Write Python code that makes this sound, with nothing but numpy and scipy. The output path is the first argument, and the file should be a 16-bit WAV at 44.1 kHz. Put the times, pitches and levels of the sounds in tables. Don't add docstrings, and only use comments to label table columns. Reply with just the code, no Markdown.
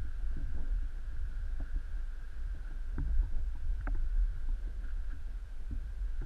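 import sys
import numpy as np
from scipy import signal
from scipy.fft import rfft, irfft, next_fast_len
from scipy.io import wavfile
from scipy.ndimage import uniform_filter1d, map_coordinates

SR = 44100
rng = np.random.default_rng(int(sys.argv[2]) if len(sys.argv) > 2 else 0)


def wav_out(sig):
    wavfile.write(sys.argv[1], SR, np.round(np.clip(np.atleast_2d(sig).T, -1, 1) * 32767).astype(np.int16))


N = 275625

# f/Hz, relative level/dB
WINDOW_AIR = [(900, -26), (1230, -14.5), (1380, -2.5), (1600, 1), (1750, -10), (2050, -24.5), (3200, -23.5),
              (6000, -32)]


def hand():
    # t/s, slow shake level/dB, fast shake level/dB
    tension = [(0.0, -38, -35.5), (0.03, -31.5, -36), (0.14, -36.5, -51), (0.26, -31.5, -35.5),
               (0.4, -33, -48), (0.42, -35.5, -41), (0.62, -28, -38.5), (0.68, -34.5, -53),
               (0.73, -29, -43), (0.91, -36.5, -46), (0.92, -37.5, -52.5), (1.15, -37.5, -39.5),
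               (1.2, -29, -44), (1.24, -37, -34), (1.3, -37, -44), (1.62, -33, -40), (1.67, -43.5, -49),
               (1.76, -29, -40), (1.83, -42, -47), (1.92, -33.5, -45), (2.28, -41, -47), (2.42, -34, -43.5),
               (2.63, -41.5, -43), (2.66, -39, -50), (2.94, -34.5, -44.5), (3.12, -35, -31.5),
               (3.19, -22, -36), (3.29, -44, -41.5), (3.34, -25, -47), (3.41, -31.5, -36),
               (3.6, -38.5, -47.5), (3.64, -28.5, -38), (3.71, -30, -42), (3.81, -43, -37.5),
               (3.9, -29.5, -46.5), (4.07, -30, -38), (4.11, -33.5, -52), (4.21, -24, -47),
               (4.35, -39, -44), (4.51, -27.5, -42.5), (4.59, -44, -41), (4.67, -31, -46.5),
               (4.7, -41.5, -43.5), (4.91, -33, -44.5), (5.41, -39.5, -44), (5.48, -50, -48),
               (5.55, -34.5, -57), (5.61, -39, -39), (5.66, -34, -58), (5.71, -46, -34), (5.76, -34, -45),
               (5.88, -45, -39.5), (5.94, -38.5, -48), (6.02, -39.5, -36.5), (6.18, -31.5, -48.5),
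               (6.25, -38, -34.5)]
    # f/Hz, relative density/dB
    slow_spectrum = [(8, -22), (14, -4), (25, 1.5), (38, -1), (48, -17.5), (60, -38.5)]
    # f/Hz, relative density/dB
    fast_spectrum = [(35, -50.5), (48, -1.5), (62, -8), (80, -13), (100, -19), (125, -30.5), (170, -34.5)]
    sway_rms_db, sway_knots_per_s = 0.6, 19
    quiver_rms_db, quiver_knots_per_s = 0.7, 22
    slow_db, fast_db = uniform_filter1d(curves(tension), int(0.03 * SR))
    sway_swell = amp(sway_rms_db * flutter(sway_knots_per_s))
    sway = unit(sway_swell * noise(slow_spectrum, steady=1.0))
    quiver_swell = amp(quiver_rms_db * flutter(quiver_knots_per_s))
    quiver = unit(quiver_swell * noise(fast_spectrum, steady=0.65))
    return amp(slow_db) * sway + amp(fast_db) * quiver


def knocks():
    # t/s, body gain/dB, grip gain/dB, favoured body f/Hz
    hits = [(0.047, -47, -55, 294), (0.207, -54.5, -83, 280), (0.365, -40, -42, 298),
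            (0.383, -44.5, -56, 301), (0.408, -50, -55, 270), (0.484, -48.5, -55, 240),
            (0.544, -49.5, -51.5, 291), (0.577, -58, -68, 340), (0.632, -43.5, -56, 268),
            (0.672, -61, -63, 275), (0.734, -50.5, -72, 231), (0.823, -48, -52.5, 268),
            (1.127, -52.5, -64, 280), (1.292, -55, -54.5, 272), (1.599, -43, -51, 272),
            (1.757, -45, -52.5, 273), (2.545, -53.5, -56.5, 282), (2.706, -49.5, -55, 310),
            (2.979, -32, -37, 298), (2.994, -46, -47, 294), (3.228, -48, -69, 294), (3.549, -46, -54, 310),
            (3.87, -37.5, -50.5, 274), (3.948, -41.5, -57, 325), (4.484, -50, -65, 283),
            (4.671, -44, -58, 335), (4.759, -50, -71, 350), (5.128, -50, -75, 270), (5.708, -33, -52, 250),
            (6.215, -33.5, -45, 328)]
    # f/Hz, relative level/dB, t60/s
    body = [(197, 1, 0.055), (233.7, -5.5, 0.19), (275.7, 0.5, 0.13), (306.4, 0.5, 0.07),
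            (343.4, -3, 0.064), (379, -1, 0.04), (430, -1, 0.04)]
    # f/Hz, relative level/dB, t60/s
    grip = [(144, 0.023, 0.31)]
    # f/Hz, level over body gain/dB, t60/s
    jolt = [(85.2, -1.5, 0.3)]
    blows = []
    for s, body_db, grip_db, body_hz in hits:
        blows.append((s, body_db, ring(body, 0.0038, body_hz, reach_oct=0.13)))
        blows.append((s, grip_db, ring(grip, 0.0035)))
        blows.append((s, body_db, ring(jolt, 0.0047)))
    return placed(blows)


def rattles():
    # t/s, gain/dB, favoured f/Hz, ring length/t60
    hits = [(0.205, -63, 756, 1.1), (0.378, -58, 560, 1.1), (0.399, -63, 570, 0.9), (0.416, -64, 540, 0.9),
            (0.634, -67, 600, 1.1), (1.599, -56.5, 614, 1.1), (1.605, -52, 730, 1.3),
            (1.619, -62, 685, 0.9), (2.547, -59, 720, 1.1), (2.709, -56.5, 804, 1.1),
            (2.982, -43.5, 985, 0.9), (2.989, -53, 760, 0.8), (3.23, -54, 930, 1.1), (3.246, -67, 820, 1.1),
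            (3.257, -62, 930, 1.1), (3.554, -55.5, 920, 1.1), (3.872, -43, 1030, 0.6),
            (3.871, -45, 600, 0.6), (3.878, -38, 715, 0.8), (3.951, -47, 910, 0.7), (4.487, -54, 940, 1.1),
            (5.729, -62, 540, 0.9), (6.219, -52, 800, 0.9), (6.228, -62, 780, 0.9)]
    # f/Hz, relative level/dB, nominal t60/s
    shell = [(579, 2, 0.055), (655, 13, 0.031), (723, 6, 0.035), (777, 5.5, 0.035), (864, 3.5, 0.047),
             (947, 5.5, 0.034), (1032, -7.5, 0.043)]
    return placed([(s, db, ring(shell, 0.0023, hz, 0.17, lasts)) for s, db, hz, lasts in hits])


def ticks():
    # t/s, gain/dB, favoured f/Hz, spread/octaves, rise/ms, ring length/t60
    hits = [(1.6, -50, 1150, 0.3, 0.8, 1.2), (2.983, -32.5, 1590, 0.18, 1.4, 1.1),
            (3.809, -40.5, 1680, 0.15, 0.99, 1.5), (3.81, -34, 3050, 0.1, 0.8, 2.5),
            (3.8708, -23.5, 1550, 0.53, 1.02, 0.8), (3.947, -47, 1680, 0.21, 1, 1.8),
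            (4.831, -60, 1580, 0.19, 1.1, 1.6), (4.843, -54, 1550, 0.2, 1.1, 1.6),
            (4.872, -67, 1500, 0.15, 0.8, 1.6), (4.883, -64, 1550, 0.3, 0.92, 1.2),
            (4.922, -63, 1570, 0.15, 1.2, 1.6), (5.044, -56, 1530, 0.14, 0.88, 1.6),
            (5.101, -56, 1600, 0.2, 0.75, 1.5), (5.112, -48.5, 1570, 0.13, 1.1, 2.2),
            (5.128, -52, 1600, 0.2, 1.1, 1.6), (5.712, -59, 1400, 0.2, 1.1, 1.6),
            (6.213, -51, 1900, 0.5, 0.8, 1.2), (6.219, -51.5, 1490, 0.14, 0.97, 2.2)]
    # f/Hz, relative level/dB, nominal t60/s
    window = [(1174, 5.5, 0.011), (1391, 5.5, 0.013), (1525, 2, 0.015), (1810, -0.5, 0.012),
              (2096, -3, 0.013), (2300, -8, 0.013), (2720, -13, 0.012), (3100, -30, 0.012)]
    return placed([(s, db, ring(window, rise_ms / 1000, hz, reach_oct, lasts))
                   for s, db, hz, reach_oct, rise_ms, lasts in hits])


def rubbing():
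    # t/s, level/dB
    palm_levels = [(0.0, -70), (0.3, -63), (0.45, -65), (0.53, -59), (0.62, -55.5), (0.7, -60),
                   (0.78, -68.5), (0.95, -68), (1.7, -65.5), (2.2, -67.5), (2.6, -64.5), (2.85, -63.5),
                   (3.12, -62), (3.24, -60), (3.4, -65.5), (3.6, -65), (4.2, -65), (4.7, -63), (5.0, -64.5),
                   (5.4, -70), (5.8, -65.5), (6.25, -68.5)]
    # f/Hz, relative density/dB
    rub_spectrum = [(90, -32), (125, -12.5), (146, -0.5), (180, -3.5), (270, -6), (400, -13), (700, -18),
                    (1100, -26.5), (2000, -74)]
    (rub_db,) = curves(palm_levels)
    slips = amp(3.84 * wobble(22.055))
    return amp(rub_db) * unit(slips * noise(rub_spectrum))


def crunches():
    # t/s, decay time/s, gain/dB
    crushes = [(4.83, 0.045, -58), (4.878, 0.055, -61), (5.097, 0.034, -56), (6.21, 0.0099, -59)]
    brighter_db, dull_hz = 3.5, 4000
    strength = amp(3.3 * rng.exponential(size=N)) * rng.standard_normal(N)
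    clicks = strength * (rng.random(N) < 0.08)

    def crisp(hz):
        return amp(brighter_db * np.log2(1 + hz / 1500)) / (1 + (hz / dull_hz) ** 5)

    grit = unit(filtered(coloured(np.clip(clicks, -8, 8), WINDOW_AIR), crisp))
    t, force = np.arange(N) / SR, np.zeros(N)
    for s, length_s, db in crushes:
        u = np.clip((t - s) / length_s, 0, None)
        force += amp(db) * (1 - np.exp(-u / 0.1)) * np.exp(-u ** 2)
    return force * grit


def outside_air():
    # t/s, level/dB
    air_levels = [(0.0, -64.5), (2.5, -64), (3.64, -69), (4.12, -65.5), (4.77, -68.5), (5.0, -66.5),
                  (5.59, -71.5), (6.25, -67)]
    (air_db,) = curves(air_levels)
    swell = amp(0.83 * wobble(13))
    return amp(air_db) * unit(swell * noise(WINDOW_AIR))


def preamp_hiss():
    # f/Hz, relative density/dB
    hiss_spectrum = [(100, -7), (400, 0), (1000, -5.5), (2000, -8.5), (4000, -13), (7500, -19.5),
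                     (9600, -19), (11000, -25), (12300, -21), (13000, -36), (14800, -31.5)]
    hiss_db = -67.5
    return amp(hiss_db) * noise(hiss_spectrum)


def ring(modes, rise_s, favoured_hz=None, reach_oct=1, lasts=1):
    hz, db, t60 = np.transpose(modes)[:, :, None]
    t60 = t60 * lasts
    t = np.arange(int(t60.max() * SR)) / SR
    level_chance, phase_chance = rng.standard_normal((2, len(modes), 1))
    if favoured_hz:
        db = db - 6 * (np.log2(hz / favoured_hz) / reach_oct) ** 2
    decay = amp(db + 0.96 * level_chance - 60 * t / t60)
    tones = decay * np.sin(2 * np.pi * hz * t + 0.41 * phase_chance)
    return tones.sum(axis=0) * (1 - np.exp(-(t / rise_s) ** 2.6))


def placed(blows):
    out = np.zeros(N + SR)
    for s, db, part in blows:
        out[round(s * SR):][:len(part)] += amp(db) * part
    return out[:N]


def amp(db):
    return 10 ** (np.asarray(db) / 20)


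def unit(x):
    return x / np.sqrt(np.mean(x ** 2) + 1e-20)


def curves(rows):
    s, *cols = np.transpose(rows)
    return [np.interp(np.arange(N) / SR, s, c) for c in cols]


def wobble(knots_per_s):
    knots = rng.standard_normal(int(N * knots_per_s / SR) + 4)
    return map_coordinates(knots, [np.arange(N) * knots_per_s / SR])


def flutter(knots_per_s):
    w = wobble(knots_per_s)
    return unit(w - uniform_filter1d(w, int(0.22 * SR)))


def filtered(x, response, ends="constant"):
    pad = SR // 4
    wide = np.pad(x, [(0, 0)] * (x.ndim - 1) + [(pad, pad)], ends)
    m = next_fast_len(N + 3 * pad)
    spectrum = rfft(wide, m) * response(np.fft.rfftfreq(m, 1 / SR))
    return irfft(spectrum, m)[..., pad:pad + N]


def coloured(x, spectrum):
    f, db = np.transpose(spectrum)

    def response(hz):
        return amp(np.interp(np.log(hz + 1), np.log(f), db, left=-120, right=-120))

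    return filtered(x, response)


def noise(spectrum, steady=0):
    x = unit(coloured(rng.standard_normal(N), spectrum))
    if not steady:
        return x
    pad = SR // 4
    gentle = [(f, db / 8) for f, db in spectrum]
    for _ in range(3):
        envelope = np.abs(signal.hilbert(np.pad(x, pad, "reflect"))[pad:-pad])
        swell = envelope + 0.21
        x = unit(coloured(x / swell ** steady, gentle))
    return x


def scene():
    housing = knocks() + rattles() + ticks()
    return (hand() + housing + rubbing() + crunches() + outside_air())[None]


def record(dry):
    top_hz = 14970
    return filtered(dry + preamp_hiss(), lambda hz: hz < top_hz, ends="reflect")


dry = scene()
out = record(dry)
wav_out(out)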